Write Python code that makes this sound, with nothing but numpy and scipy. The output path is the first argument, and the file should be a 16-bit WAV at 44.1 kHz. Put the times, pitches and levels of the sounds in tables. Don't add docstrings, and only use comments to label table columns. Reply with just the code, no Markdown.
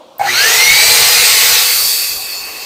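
import sys
import numpy as np
from scipy import signal
from scipy.io import wavfile
from scipy.ndimage import uniform_filter1d

SR = 44100
rng = np.random.default_rng(int(sys.argv[2]) if len(sys.argv) > 2 else 0)


def bounce(signal):
    frames = np.transpose(np.atleast_2d(signal))
    limited = np.clip(frames, -1, 1)
    pcm = np.round(limited * 32767).astype(np.int16)
    wavfile.write(sys.argv[1], SR, pcm)


N = 116865
T = np.arange(N) / SR


def amp(db):
    return 10 ** (np.asarray(db) / 20)


def evened(x):
    return x / np.sqrt(np.mean(x ** 2) + 1e-20)


def follow(points):
    return np.interp(T, *np.transpose(points))


def read_spectrum(points, hz):
    point_hz, value = np.transpose(points)
    return np.interp(np.log(hz + 1), np.log(point_hz + 1), value)


def drift(smooth_s):
    size = max(int(smooth_s * SR), 2)
    once = uniform_filter1d(rng.standard_normal(N), size)
    return evened(uniform_filter1d(once, size))


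def resonate(x, hz, width_hz):
    return signal.lfilter(*signal.iirpeak(hz, hz / max(width_hz, 1), SR), x)


def ring(hz, width_hz):
    once = resonate(rng.standard_normal(N), hz, width_hz)
    return evened(resonate(once, hz, width_hz))


def noise(shape_db, patchy_db):
    frames, hz = N // 256 + 5, np.fft.rfftfreq(1024, 1 / SR)
    real, imaginary, patches = rng.standard_normal((frames, 513, 3)).T
    for axis in (0, 1):
        patches = uniform_filter1d(patches, size=10, axis=axis)
    frame_s = np.arange(frames) * 256 / SR
    gain = amp(shape_db(hz, frame_s) + patchy_db * evened(patches))
    return signal.istft((real + 1j * imaginary) * gain, nperseg=1024, noverlap=768)[1][:N]


WAVER_DB, HALO_S = 2.2, .002


def tone(phase, rough):
    rough = np.clip(rough, 0, 1)
    halo = drift(HALO_S) * np.sin(phase) + drift(HALO_S) * np.cos(phase)
    sine = np.sqrt(2) * amp(WAVER_DB * drift(0.007)) * np.sin(phase)
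    return (1 - rough) * sine + rough * halo


# time_s, speed_turns_per_s
SPEED = [(.195, 60), (.25, 135), (.29, 165), (.344, 195), (.4, 227), (.46, 254), (.558, 286), (.63, 302),
         (.708, 315), (.788, 326), (.884, 335.3), (.96, 341), (1.158, 352), (1.3, 361), (1.6, 373.3),
         (1.87, 381), (2.1, 384.6), (2.2, 383.3), (2.31, 381.6), (2.41, 378.3), (2.53, 373.3), (2.65, 369)]
# time_s, gear_db, slot_db, slot_octave_db
WHINE = [(.24, -50, -35, -60), (0.291, -55, -11, -48), (.325, -30, -23, -42), (.35, -19.5, -52, -43),
         (.4, -14, -16.5, -34), (.46, -11, -26, -20), (.52, -19, -20, -17.5), (.58, -15.5, -32, -38),
         (.7, -7, -16, -36), (.77, -13.5, -15, -19), (.884, -17.5, -19, -20), (.96, -20, -17, -18),
         (1.05, -34, -27, -26), (1.158, -17, -24, -20.5), (1.3, -39, -22, -22), (1.4, -25, -36, -35),
         (1.6, -26.5, -23.5, -33), (1.87, -38, -16.5, -29), (2.08, -48, -24, -29),
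         (2.15, -42.5, -26.5, -57), (2.41, -38.5, -28, -60), (2.65, -61, -47, -60)]
# time_s, roughness (0-1)
SLOT_ROUGH = [(.5, .8), (.75, .3), (1.6, .15)]
GEAR, SLOTS = 7, 12
WOBBLE, GEAR_ROUGH = .001, .2
START_S, WHINE_RISE_S = .195, 0.026


def whine():
    s, gear_db, slot_db, octave_db = np.transpose(WHINE)
    turns = follow(SPEED)
    phase = 2 * np.pi * np.cumsum(turns * (1 + WOBBLE * drift(0.007))) / SR
    slot_rough = follow(SLOT_ROUGH)
    voices = [(GEAR, gear_db, GEAR_ROUGH), (SLOTS, slot_db, slot_rough), (2 * SLOTS, octave_db, slot_rough)]
    strong = sum(amp(np.interp(T, s, db)) * tone(order * phase, rough) for order, db, rough in voices)
    return (strong + weak_whines(turns, phase)) * np.clip((T - START_S) / WHINE_RISE_S, 0, 1) ** 2


WEAK_ORDERS = [3, 6, 14, 19, 21, 28]
# level_db, roughness (0-1)
WEAK_VOICES = [(-25, 0.1), (-24, 0.23), (-23, 0.64), (-21.5, 0.8), (-21, 0.72), (-26, 1)]
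# pitch_hz, width_hz, gain_db
CASING = [(1170, 160, -12), (2110, 770, -3), (4280, 700, 10), (5800, 500, 3.5), (8200, 2100, -5)]


def weak_whines(turns, phase):
    roar_s, *roar_levels = np.transpose(ROAR)
    load_db = np.interp(T, roar_s, roar_levels[3] + 15)
    out = np.zeros(N)
    for order, (level_db, rough) in zip(WEAK_ORDERS, WEAK_VOICES):
        casing_gain = sum(amp(gain_db) / (1 + (2 * (order * turns - hz) / width_hz) ** 2)
                          for hz, width_hz, gain_db in CASING)
        level = amp(level_db + load_db + 2.36 * drift(0.12))
        out += casing_gain * level * tone(order * phase, rough)
    return out


# time_s, bass_db, low_db, low_mid_db, mid_db, high_mid_db, treble_db
ROAR = [(.19, -50, -42, -36, -39.5, -37.5, -37), (.235, -46, -36, -33, -29.5, -33.5, -36),
        (.27, -46, -33, -27, -27.5, -24.5, -31), (.3, -49, -30, -28, -22.5, -19.5, -27),
        (.33, -44, -27, -26, -18, -21, -25), (.41, -46, -27, -24, -17, -16, -19),
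        (.55, -45, -22, -24, -15, -13, -16), (.66, -40, -26, -27, -16, -13.5, -16),
        (.71, -29.5, -28, -25, -15.5, -13.5, -16), (.76, -40, -26, -26, -15, -13, -15),
        (.88, -36, -22, -26, -15.5, -11.5, -13), (1.08, -38.5, -23, -25, -16.5, -11, -13),
        (1.31, -39.5, -26, -25, -13.5, -10.5, -13), (1.56, -43, -28, -25, -16.5, -11, -13),
        (1.65, -47, -28, -27, -20, -14.5, -14), (1.76, -46, -34, -29, -22, -15.5, -14),
        (1.9, -47, -35, -37, -27, -17, -15), (2.05, -56, -38, -39, -28, -20, -19),
        (2.13, -43, -39, -41, -30, -21, -22), (2.18, -46, -40, -43, -38, -25, -24),
        (2.32, -52, -40, -43, -30, -28.5, -27), (2.38, -51, -38, -43, -36, -28.5, -30),
        (2.5, -55, -39, -44, -33, -31.5, -31), (2.65, -53, -37, -44, -31, -28.5, -32)]
BANDS_HZ = [30, 300, 1200, 1800, 3200, 7000, 16000]
# pitch_hz, density_db (per Hz)
ROAR_TONE = [(18, -39), (30, -21), (116, -12), (181, -17), (241, -33), (366, -21.5), (428, -9), (475, -2),
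             (555, -14.5), (702, -6), (779, -15), (843, -3.5), (1010, -11.5), (1380, -0.5), (1790, -3),
             (2150, -2), (3180, -5.5), (4350, 2.5), (5500, -4), (5950, -1.5), (7520, -4), (8350, 0),
             (9260, -8), (13700, -4.5), (15200, -15)][:-1] + [(14800, -1.5), (15600, -19)]
# pitch_hz, density_db (per Hz)
COAST_TONE = [(18, -57), (30, -17.5), (59, -18.5), (159, -26), (406, -31), (439, -12.5), (514, -30),
              (702, -30), (759, -15.5), (935, -28), (1120, -15.5), (1310, -20), (1700, -17.5),
              (1940, -13.5), (2390, -19), (2580, -3.5), (2940, -19.5), (4020, -15.5), (4470, -6.5),
              (5650, -18), (7520, -15), (8130, -14), (10300, -19), (13000, -14),
              (15200, -21.5)][:-1] + [(14500, -12), (15600, -28)]
EASE_S, COAST_S = 1.57, 2.12
ROAR_TRIM_DB = -0.5


def roar():
    s, *levels = np.transpose(ROAR)

    def shape_db(hz, t):
        band = np.clip(np.digitize(hz, BANDS_HZ) - 1, 0, len(levels) - 1)

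        def within_bands(points):
            density_db = read_spectrum(points, hz)
            band_power = np.bincount(band, amp(2 * density_db))
            return density_db - 10 * np.log10(band_power)[band]

        ease = np.clip((t - EASE_S) / (COAST_S - EASE_S), 0, 1)
        tilt = np.outer(within_bands(ROAR_TONE), 1 - ease) + np.outer(within_bands(COAST_TONE), ease)
        level = np.array([np.interp(t, s, db) for db in levels])
        return tilt + uniform_filter1d(level[band], size=5, axis=0)

    flat = noise(lambda hz, t: 0 * hz[:, None], patchy_db=1)
    scale = np.sqrt(512) / np.std(flat)
    drone = housing_drone()
    rush = scale * amp(ROAR_TRIM_DB) * noise(shape_db, patchy_db=1.64)
    return (rush + drone) * np.clip((T - s[0]) / 0.0048, 0, 1)


# pitch_hz, width_hz, level_db
HOUSING = [(447.2, 19, -18.5), (489, 8.3, -21), (744.4, 10, -13.5), (859, 16.7, -12), (1355, 27, -16.5)]
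DRONE_END_S, DRONE_FADE_DB_PER_S = 1.7, 26


def housing_drone():
    s, _, low_db, *_ = np.transpose(ROAR)
    fade_db = DRONE_FADE_DB_PER_S * np.maximum(T - DRONE_END_S, 0)
    level = amp(np.interp(T, s, low_db) + 3.2 * drift(0.095) - fade_db)
    return level * sum(amp(db) * ring(hz, width_hz) for hz, width_hz, db in HOUSING)


# pitch_hz, width_hz, level_db
BLADE = [(2553, 100, -39.5), (4374, 9.5, -40), (5300, 150, -55), (7200, 230, -51)]
BLADE_FROM_S = 1.85
RUB_S, RUB_LENGTH_S, RUB_DB = 2.32, 0.099, 15.5


def blade():
    rubbing = 1. * ((T > RUB_S) & (T < RUB_S + RUB_LENGTH_S))
    rub_db = RUB_DB * uniform_filter1d(rubbing, size=600)
    lowest, *upper = [amp(db) * ring(hz, width_hz) for hz, width_hz, db in BLADE]
    return (lowest + amp(rub_db) * sum(upper)) * np.clip((T - BLADE_FROM_S) / 0.2, 0, 1)


# start_s, length_s, level_db
SHUDDERS = [(0.195, 0.0129, -13), (.211, 0.0088, -6), (0.22, 0.013, -17), (.237, 0.0153, -15.5),
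            (0.252, 0.014, -13), (0.264, 0.0163, -17), (0.288, 0.0046, -22)]
# pitch_hz, level_db
GEARBOX = [(791.6, 2), (726, -8.5), (1590, -22), (2186, -15)]
SHUDDER_EDGE_S = 0.0021


def gearbox_shudder():
    out = np.zeros(N)
    for start_s, length_s, level_db in SHUDDERS:
        end_s = start_s + length_s + SHUDDER_EDGE_S
        gate = np.clip(np.minimum(T - start_s, end_s - T) / SHUDDER_EDGE_S, 0, 1)
        partials = sum(amp(db) * np.sin(2 * np.pi * hz * (T - start_s)) for hz, db in GEARBOX)
        out += amp(level_db) * gate * partials
    return out


SWITCH_S, SWITCH_HZ, SWITCH_DB, SWITCH_T60 = .183, 14700, -26, 0.028


def switch_tick():
    after = np.maximum(T - SWITCH_S, 0)
    return ring(SWITCH_HZ, 3000) * amp(SWITCH_DB - 60 * after / SWITCH_T60) * (T > SWITCH_S)


# pitch_hz, level_db
MAINS_HUM = [(120, -36.5), (240, -38.5), (360, -30.5)]
HUM_PEAK_S, HUM_WIDTH_S = 0.314, 0.055


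def hum():
    swell = np.exp(-((T - HUM_PEAK_S) / HUM_WIDTH_S) ** 2) * (T > START_S)
    return swell * sum(amp(db) * np.sin(2 * np.pi * hz * T) for hz, db in MAINS_HUM)


# pitch_hz, density_db (per Hz)
ROOM_TONE = [(18, -66), (30, -47), (307, -17), (350, -11.5), (399, -41), (518, -9), (673, -13.5),
             (1080, -18.5), (1160, -22), (2020, -38), (3310, -26), (7450, -41), (15500, -51)]
ROOM_DB = -42


def room():
    return amp(ROOM_DB) * evened(noise(lambda hz, t: read_spectrum(ROOM_TONE, hz)[:, None], patchy_db=-1.5))


def scene():
    mix = whine() + roar() + blade() + gearbox_shudder() + switch_tick() + hum() + room()
    return np.tile(mix, (2, 1))


KNEE, HEADROOM, EDGE_HZ = .7, .26, 15670


def record(dry):
    over = np.maximum(abs(dry) - KNEE, 0)
    bent = np.sign(dry) * (np.minimum(abs(dry), KNEE) + HEADROOM * np.tanh(over / HEADROOM))
    taps = signal.firwin(511, EDGE_HZ, window=("kaiser", 9), fs=SR)[None]
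    return np.clip(signal.oaconvolve(bent, taps, "same"), -1, 1)


dry = scene()
out = record(dry)
bounce(out)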